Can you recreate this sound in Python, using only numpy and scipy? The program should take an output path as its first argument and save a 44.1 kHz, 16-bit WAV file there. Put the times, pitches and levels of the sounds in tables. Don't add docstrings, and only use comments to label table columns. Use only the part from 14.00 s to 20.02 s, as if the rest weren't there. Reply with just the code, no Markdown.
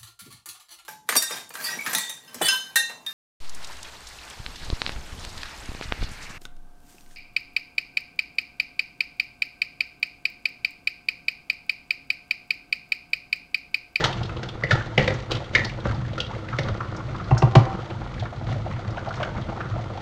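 import sys
import numpy as np
from scipy import signal
from scipy.fft import rfft, irfft, next_fast_len
from scipy.io import wavfile
from scipy.ndimage import map_coordinates

SR = 44100
rng = np.random.default_rng(int(sys.argv[2]) if len(sys.argv) > 2 else 0)


def inscribe(sig):
    pcm = np.round(np.clip(np.atleast_2d(sig).T, -1, 1) * 32767)
    wavfile.write(sys.argv[1], SR, pcm.astype(np.int16))


N = 265436
T = np.arange(SR * 2 // 5) / SR


def amp(db):
    return 10 ** (np.asarray(db) / 20)


def unit(x):
    return x / np.sqrt(np.mean(x ** 2) + 1e-20)


def along(points, hz):
    point_hz, value = np.transpose(points)
    return np.interp(np.log(hz + 1), np.log(point_hz + 1), value)


def wobble(knots_per_s):
    knots = rng.standard_normal(int(N * knots_per_s / SR) + 4)
    return map_coordinates(knots, [np.arange(N) * knots_per_s / SR])


def filtered(x, response):
    size = next_fast_len(len(x) + 8192)
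    spectrum = rfft(x, size) * response(np.fft.rfftfreq(size, 1 / SR))
    return irfft(spectrum, size)[:len(x)]


def coloured(x, spectrum):
    return unit(filtered(x, lambda hz: amp(along(spectrum, hz))))


def resonance(x, centre_hz, q):
    def response(hz):
        damping = 1j * hz * centre_hz / q
        return damping / (centre_hz ** 2 - hz * hz + damping)
    return filtered(x, response)


def low_pass(x, corner_hz, order):
    return signal.sosfilt(signal.butter(order, corner_hz, fs=SR, output="sos"), x)


def add(track, start_s, sound):
    part = track[round(start_s * SR):][:len(sound)]
    part += sound[:len(part)]


def grains(rate_per_s, range_db, decay_s):
    place, depth = rng.random((2, int(rate_per_s * N / SR)))
    kicks = np.bincount((place * N).astype(int), amp(-range_db * depth), N)
    level = signal.lfilter([1], [1, -np.exp(-1 / (decay_s * SR))], kicks)
    return unit(level * rng.standard_normal(N))


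def plop(t, hz, life_s, rise):
    u = t / life_s
    phase = 2 * np.pi * hz * t * (1 + rise * np.minimum(u, 4))
    return u * np.exp(1 - u) * np.sin(phase)


def bubbles(rate_per_s, centre_hz, spread, cycles, range_db):
    place, pitch, depth = rng.random((3, int(rate_per_s * N / SR), 1))
    hz = centre_hz * np.exp(spread * (2 * pitch - 1))
    step = np.arange(SR // 25)
    sound = amp(-range_db * depth) * plop(step / SR, hz, cycles / hz, rise=0.027)
    index = (place * N).astype(int) + step
    return unit(np.bincount(index.ravel(), sound.ravel(), N)[:N])


RISE_S = 0.037


def surging(top_s, db, fade_db_per_s):
    grid_s = np.arange(0, N + 64, 64) / SR
    age_s = np.maximum(grid_s - top_s[:, None] + RISE_S, 0)
    gain = np.minimum(age_s / RISE_S, 1) * amp(db[:, None] - fade_db_per_s * age_s)
    return np.repeat(np.sqrt((gain ** 2).sum(axis=0)), 64)[:N]


# freq_hz [Hz], relative_db [dB]
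RUMBLE_SPECTRUM = [(13, -73.5), (22, -65.5), (43, -4), (75, -8), (109, 4), (131, 1), (166, -16), (202, -15),
                   (246, -13), (290, -21), (300, -20), (390, -56.5), (660, -120)]
DRONE_DB, DRONE_WAVER_DB, RUMBLE_FADE_DB_PER_S = -37, 2.5, 73


def hob_rumble(top_s, rumble_db):
    drone = amp(DRONE_DB + DRONE_WAVER_DB * wobble(17))
    drumming = np.hypot(drone, surging(top_s, rumble_db, RUMBLE_FADE_DB_PER_S))
    noise = amp(0.18 * wobble(6.7)) * rng.standard_normal(N)
    return drumming * coloured(noise, RUMBLE_SPECTRUM)


# freq_hz [Hz], relative_db [dB]
FROTH_SPECTRUM = [(120, -1), (200, 4.5), (244, -11.5), (290, -17), (317, 3.5), (404, -6.5), (524, -2.5),
                  (579, -8.5), (687, -6), (1090, -10.5), (1400, -6), (1700, -24.5), (2200, -26.5),
                  (2860, -37), (4840, -120)]


def gurgle(small):
    froth = coloured(0.71 * small + 0.6 * rng.standard_normal(N), FROTH_SPECTRUM)
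    patter = bubbles(rate_per_s=60, centre_hz=811.0, spread=0.592, cycles=3.45, range_db=18.5)
    return unit(froth + 0.32 * patter)


# freq_hz [Hz], relative_db [dB]
FIZZ_SPECTRUM = [(880, -11.5), (1500, -10), (1760, -4), (2120, -4), (2410, -9.5), (2720, -9.5), (2990, -9),
                 (3260, -8), (4500, -12), (5160, -17), (6970, -16.5), (8340, -18.5), (10800, -48.5),
                 (18300, -120)]


def fizz(small):
    spit = grains(rate_per_s=120, range_db=12, decay_s=.004)
    return coloured(0.15 * small + .4 * spit + 0.47 * rng.standard_normal(N), FIZZ_SPECTRUM)


# time_s [s], gurgle_db [dB]
QUIET_LEVEL = [(0, -40.5), (.4, -37), (.55, -41), (1.3, -43.5), (2.3, -38), (2.9, -37), (3.7, -35.5),
               (4.4, -41), (5.0, -37), (6.02, -36.5)]
# top_s [s], rumble_db [dB], wash_db [dB], levels before fade
SURGE_EVENTS = [(0, -27, -30), (.18, -26.5, -42), (.44, -34, -61), (0.717, -22.5, -33), (0.858, -35, -49),
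                (1.0, -27, -30.5), (1.089, -23.5, -39), (1.33, -25.5, -37.5), (1.56, -24, -34),
                (1.864, -20.5, -39), (1.97, -25, -56), (2.08, -26.5, -50), (2.34, -32, -46),
                (2.522, -27, -45.5), (2.66, -24.5, -43), (2.89, -30, -62), (3.07, -25.5, -54),
                (3.27, -26, -50), (3.58, -24, -43), (3.999, -28.5, -60), (4.16, -26.5, -47.5),
                (4.36, -31, -47.5), (4.494, -21.5, -40), (4.699, -27.5, -49), (4.88, -27, -58),
                (5.169, -30.5, -43), (5.37, -26, -48), (5.52, -39, -57), (5.73, -24, -73)]
FIZZ_DB = -11.5
WASH_FADE_DB_PER_S, WASH_GURGLE_DB = 74.5, 6.5


def simmer():
    top_s, rumble_db, wash_db = np.transpose(SURGE_EVENTS)
    quiet = amp(np.interp(np.arange(N) / SR, *np.transpose(QUIET_LEVEL)))
    wash = surging(top_s, wash_db, WASH_FADE_DB_PER_S)
    small = grains(rate_per_s=110, range_db=13, decay_s=.007)
    gurgle_gain = np.hypot(quiet, amp(WASH_GURGLE_DB) * wash)
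    fizz_gain = np.hypot(amp(FIZZ_DB) * quiet, wash)
    return hob_rumble(top_s, rumble_db) + gurgle_gain * gurgle(small) + fizz_gain * fizz(small)


def ring(modes, scatter_db, attack_s, weight_db=0, rough_db=0):
    hz, db, t60_s = np.transpose(modes)[..., None]
    db = db + weight_db + scatter_db * rng.standard_normal(hz.shape)
    knots = rng.standard_normal((len(hz), 48))
    flutter = np.array([np.interp(T, np.linspace(0, T[-1], len(k)), k) for k in knots])
    level = amp(db + rough_db * flutter - 60 * T / t60_s)
    sign = np.cos(np.pi * np.arange(len(hz)))[:, None]
    x = np.sum(sign * level * np.sin(2 * np.pi * hz * T), axis=0)
    x = x * (1 - np.exp(-T / attack_s))
    return x / np.max(np.abs(x))


def burst(centre_hz, q, life_s):
    u = T[:SR // 8] / life_s
    puff = u * np.exp(-u) * rng.standard_normal(len(u))
    puff = resonance(resonance(puff, centre_hz, q), centre_hz, q)
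    return np.pad(puff / np.max(np.abs(puff)), (0, len(T) - len(u)))


def spray(centre_hz, q, life_s, top_db):
    return burst(centre_hz, q, life_s) + amp(top_db) * burst(10500, 1.0, 0.74 * life_s)


# freq_hz [Hz], relative_db [dB], t60_s [s]
HOB_MODES = [(64, -9.5, 0.21), (117.3, -1, 0.21), (141.3, 6.5, 0.098), (210.8, -18.5, 0.2)]


def thud(db, scatter_db):
    return amp(db) * ring(HOB_MODES, scatter_db, attack_s=0.0066)


# freq_hz [Hz], relative_db [dB], t60_s [s]
WALL_MODES = [(330, -4, .1), (400, -6, .07), (530, 0, .1), (824, -14, .07), (1206, -5, .1), (1357, -3, .14),
              (1429, -5, .14), (1577, -6, .1), (1785, -3, .2), (1913, -4, .3), (1976, -5, .1),
              (2050, -7, .1), (2150, -6, .12), (2236, -7, .12), (2348, -4, .11), (2650, -6, .09),
              (2798, -4, .18), (2940, -6, .09), (3050, -5, .09), (3270, -7, .08), (3690, -10, .05),
              (3940, -10, .05), (4500, -12, .04), (5000, -12, .04)]
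# start_s [s], clank_db [dB], hob_thud_db [dB], low_wall_db [dB], splash_db [dB],
# clank_pitch_hz [Hz], lasting_ring_db [dB re clank]
KNOCK_EVENTS = [(.0044, -18.5, -24, -24, -24.5, 1750, -3), (0.0386, -12.5, -28, -22, -11, 1185, -21),
                (.045, -17, -45, -34, -13, 1780, -15), (.055, -15.5, -43, -34, -20, 835, -8),
                (.4300, -25, -46, -28.5, -27, 1540, -20), (.635, -11, -24, -22.5, -25.5, 1930, -14),
                (0.7077, -8.5, -26, -19, -15, 1760, -7.5), (0.715, -8.5, -39, -33, -17.5, 1376, -13),
                (0.725, -33, -17.5, -49, -23, 1780, -17), (0.9768, -11, -14, -11.5, -19, 2120, -7),
                (0.978, -8.5, -31, -13, -35, 2780, -15.5), (.992, -19.5, -38, -20.5, -36, 2000, -6),
                (1.0052, -18.5, -25, -24, -45, 1930, -10.5), (1.04, -29.5, -47, -36, -34, 2750, -0.5),
                (1.076, -12.5, -25, -18.5, -19, 1920, -17.5), (1.103, -31, -29, -22.5, -30, 1915, -7),
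                (1.3079, -24.5, -46, -37, -22.5, 1180, -18), (1.3152, -36, -44, -22, -15, 3160, -5),
                (1.5499, -4, -36, -22.5, -14, 2007, -8.5), (1.5567, -9.5, -42.5, -32.5, -28, 1910, -13),
                (1.592, -21, -45, -31, -31, 1920, -11), (1.8535, -17, -24, -20, -50, 1236, -5.5),
                (2.1786, -26.5, -28, -29.5, -28.5, 1410, 0.5), (2.2015, -17, -49, -29.5, -19, 3000, -18),
                (2.4853, -28, -55, -37, -35.5, 1860, -13), (2.5857, -17.5, -22, -22, -21, 1900, -13),
                (2.684, -19, -41, -27.5, -28.5, 1270, -21)]
CONTACT_S, SPLASH_HZ = 0.0032, 3300


def knocks():
    out, glass, wall = np.zeros(N), np.zeros(N), np.array(WALL_MODES)
    low, high = wall[wall[:, 0] < 1000], wall[wall[:, 0] >= 1000]
    for start_s, clank_db, thud_db, low_db, splash_db, pitch_hz, lasting_db in KNOCK_EVENTS:
        near_db = -34 * np.abs(np.log2(high[:, :1] / pitch_hz))
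        wall_ring = ring(high, 1.5, .15 * CONTACT_S, near_db, rough_db=4.5)
        clank = amp(lasting_db) * wall_ring + burst(pitch_hz, 4.34, 0.52 * CONTACT_S)
        thump = burst(520, 2.2, 1.2 * CONTACT_S)
        low_ring = ring(low, 0.58, 0.35 * CONTACT_S, rough_db=4.0)
        body = amp(-2.5) * low_ring + thump
        splash = spray(SPLASH_HZ, 1.22, CONTACT_S, top_db=-6.5)
        add(out, start_s, amp(clank_db) * clank + amp(low_db) * body + amp(splash_db) * splash)
        add(glass, start_s, thud(thud_db, scatter_db=8.5))
    return out, glass


# freq_hz [Hz], t60_s [s]
KITCHEN_DECAY = [(150, 0.39), (1000, 0.43), (4000, 0.24), (10000, 0.24)]


def kitchen(x):
    out, step = np.zeros(N), SR // 3
    for start in range(0, N, step):
        hz, t, cells = signal.stft(rng.standard_normal(SR // 2), SR, nperseg=256)
        decay = amp(-60 * t / along(KITCHEN_DECAY, hz)[:, None])
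        tail = signal.istft(cells * decay, SR, nperseg=256)[1]
        answer = signal.fftconvolve(x[start:start + step], tail / np.linalg.norm(tail))
        add(out, start / SR + 0.0065, answer)
    return out


SPIT_S, SPIT_Q = 0.0035, 2.
# start_s [s], level_db [dB], pitch_hz [Hz]
SPIT_EVENTS = [(0.1263, -24, 3320), (0.18, -36, 2670), (0.23, -28, 3470), (.255, -33, 3600),
               (.292, -29.5, 2330), (0.365, -31.5, 3100), (0.486, -26.5, 3280), (0.668, -33, 2500),
               (1.137, -31, 6000), (1.194, -38, 3200), (1.3488, -23.5, 3260), (1.368, -28.5, 3300),
               (1.645, -20, 4260), (1.694, -27.5, 2440), (1.444, -36, 3240), (1.8, -35, 3450),
               (1.943, -36, 4000), (2.048, -35, 1500), (2.09, -36, 1900), (2.132, -35, 3270),
               (2.264, -31.5, 3170), (2.347, -34, 2000), (2.631, -32, 3700), (2.879, -40, 2200),
               (2.963, -33, 6000), (3.085, -37, 2100), (3.24, -40, 4200), (3.378, -21, 5960),
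               (3.901, -34, 2800), (4.195, -31.5, 3700), (4.073, -40, 2000), (4.14, -37, 2000),
               (4.177, -35.5, 1890), (4.438, -42, 3420), (4.495, -40, 3180), (4.514, -33, 3000),
               (5.209, -33, 1800), (4.708, -31.5, 1970), (4.733, -36, 2100), (4.762, -36.5, 1900),
               (4.905, -37.5, 5000), (4.968, -32.5, 2600), (5.086, -33, 4000), (5.154, -37, 4950),
               (5.201, -35, 2380), (5.228, -22, 2600), (5.245, -45, 6600), (5.416, -36.5, 3270),
               (5.607, -34, 2500), (5.943, -48, 3200), (5.972, -36.5, 3300)]


def spits():
    out = np.zeros(N)
    for start_s, level_db, pitch_hz in SPIT_EVENTS:
        add(out, start_s, amp(level_db) * spray(pitch_hz, SPIT_Q, SPIT_S, top_db=-8.5))
    return out


# start_s [s], level_db [dB], pitch_hz [Hz]
POP_EVENTS = [(.228, -38, 434), (.292, -30.5, 1195), (.367, -35, 514), (.622, -27, 1210), (.77, -37, 1700),
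              (.805, -28, 1390), (1.36, -31, 510), (1.418, -30, 606), (1.738, -37, 710), (1.889, -31, 1420),
              (1.91, -29, 1260), (2.131, -30, 550), (2.307, -29, 780), (2.357, -29, 507),
              (2.527, -24.5, 1253), (2.8045, -22, 1197), (3.002, -28, 1150), (3.146, -28.5, 1190),
              (3.197, -27, 1240), (3.25, -34.5, 1160), (3.369, -25.5, 1343), (3.704, -31, 900),
              (3.9, -28.5, 690), (4.223, -27, 680), (4.254, -27.5, 1310), (4.325, -28.5, 730),
              (4.409, -32, 640), (4.488, -34, 785), (4.515, -30, 664), (4.556, -28, 513), (4.662, -24, 606),
              (4.709, -28.5, 1104), (4.845, -33, 1240), (4.888, -28, 557), (4.971, -24, 702),
              (4.978, -28, 1380), (5.066, -24, 690), (5.076, -23, 706), (5.106, -27.5, 1270),
              (5.176, -30, 1240), (5.198, -22.5, 630), (5.208, -27, 1040), (5.215, -22.5, 600),
              (5.229, -22.5, 1396), (5.348, -30, 820), (5.366, -36.5, 1900), (5.52, -27, 713),
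              (5.572, -30.5, 730), (5.604, -22, 1400), (5.655, -38, 1440), (5.71, -32.5, 1220),
              (5.76, -27, 593), (5.776, -28, 780), (5.792, -32, 656), (5.856, -36, 890), (5.915, -33, 490),
              (5.973, -27.5, 740)]
POP_S, POP_SPRAY_DB, POP_SPRAY_HZ = 0.0031, -18.5, 2300


def pops():
    out = np.zeros(N)
    for start_s, level_db, pitch_hz in POP_EVENTS:
        cavity = .6 * plop(T, pitch_hz, POP_S, rise=.03) + burst(pitch_hz, 2.5, 1.2 * POP_S)
        wet = amp(POP_SPRAY_DB) * spray(POP_SPRAY_HZ, 0.97, SPIT_S, top_db=-12.5)
        add(out, start_s, amp(level_db) * (cavity + wet))
    return out


# freq_hz [Hz], relative_db [dB], t60_s [s]
RIM_MODES = [(260, -8, .08), (359, -3.5, .1), (430, -9, .1), (511, -11, .12), (560, -10, .1),
             (647, -8, .15), (774, -1.5, .21), (822, -8, .08), (931, -12, .15), (1049, -11, .3),
             (1137, 0, .045), (1190, -11, .08), (1950, -9, .04), (2700, -11, .04)]
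# start_s [s], ring_db [dB], hob_thud_db [dB], click_db [dB]
TAP_EVENTS = [(3.309, -12, -6, -32.5), (3.421, -8, -5.5, -23.5), (3.552, -3.5, -1, -10.5)]
THUD_DELAY_S = 0.0081


def taps():
    out, glass = np.zeros(N), np.zeros(N)
    for start_s, ring_db, thud_db, click_db in TAP_EVENTS:
        rim = ring(RIM_MODES, .5, .0004, rough_db=2.5)
        wood = rim + amp(-8) * burst(930, 1.5, .003)
        click = spray(2220, 0.6, 0.0031, top_db=-14.0)
        add(out, start_s, amp(ring_db) * wood + amp(click_db) * click)
        add(glass, start_s + THUD_DELAY_S, thud(thud_db, scatter_db=3.0))
    return out, glass


def scene():
    stirred, knock_thuds = knocks()
    tapped, tap_thuds = taps()
    echoing = stirred + tapped + pops() + spits()
    return (echoing + knock_thuds + tap_thuds + amp(-8.0) * kitchen(echoing) + simmer())[None]


# freq_hz [Hz], relative_db [dB]
HISS_SPECTRUM = [(5000, -28.5), (8000, 7.5), (10000, 1), (12400, -5), (13600, -6.5), (15700, -27)]
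TOP_HZ = 15760


def record(dry):
    dull = low_pass(dry[0], corner_hz=6260, order=6) + amp(-28.5) * dry[0]
    hiss = coloured(amp(1.1 * wobble(15)) * rng.standard_normal(N), HISS_SPECTRUM)
    heard = dull + amp(-80) * hiss
    soft = heard / (1 + np.abs(heard) ** 8) ** (1 / 8)
    return filtered(soft, lambda hz: hz < TOP_HZ)[None]


dry = scene()
out = record(dry)
inscribe(out)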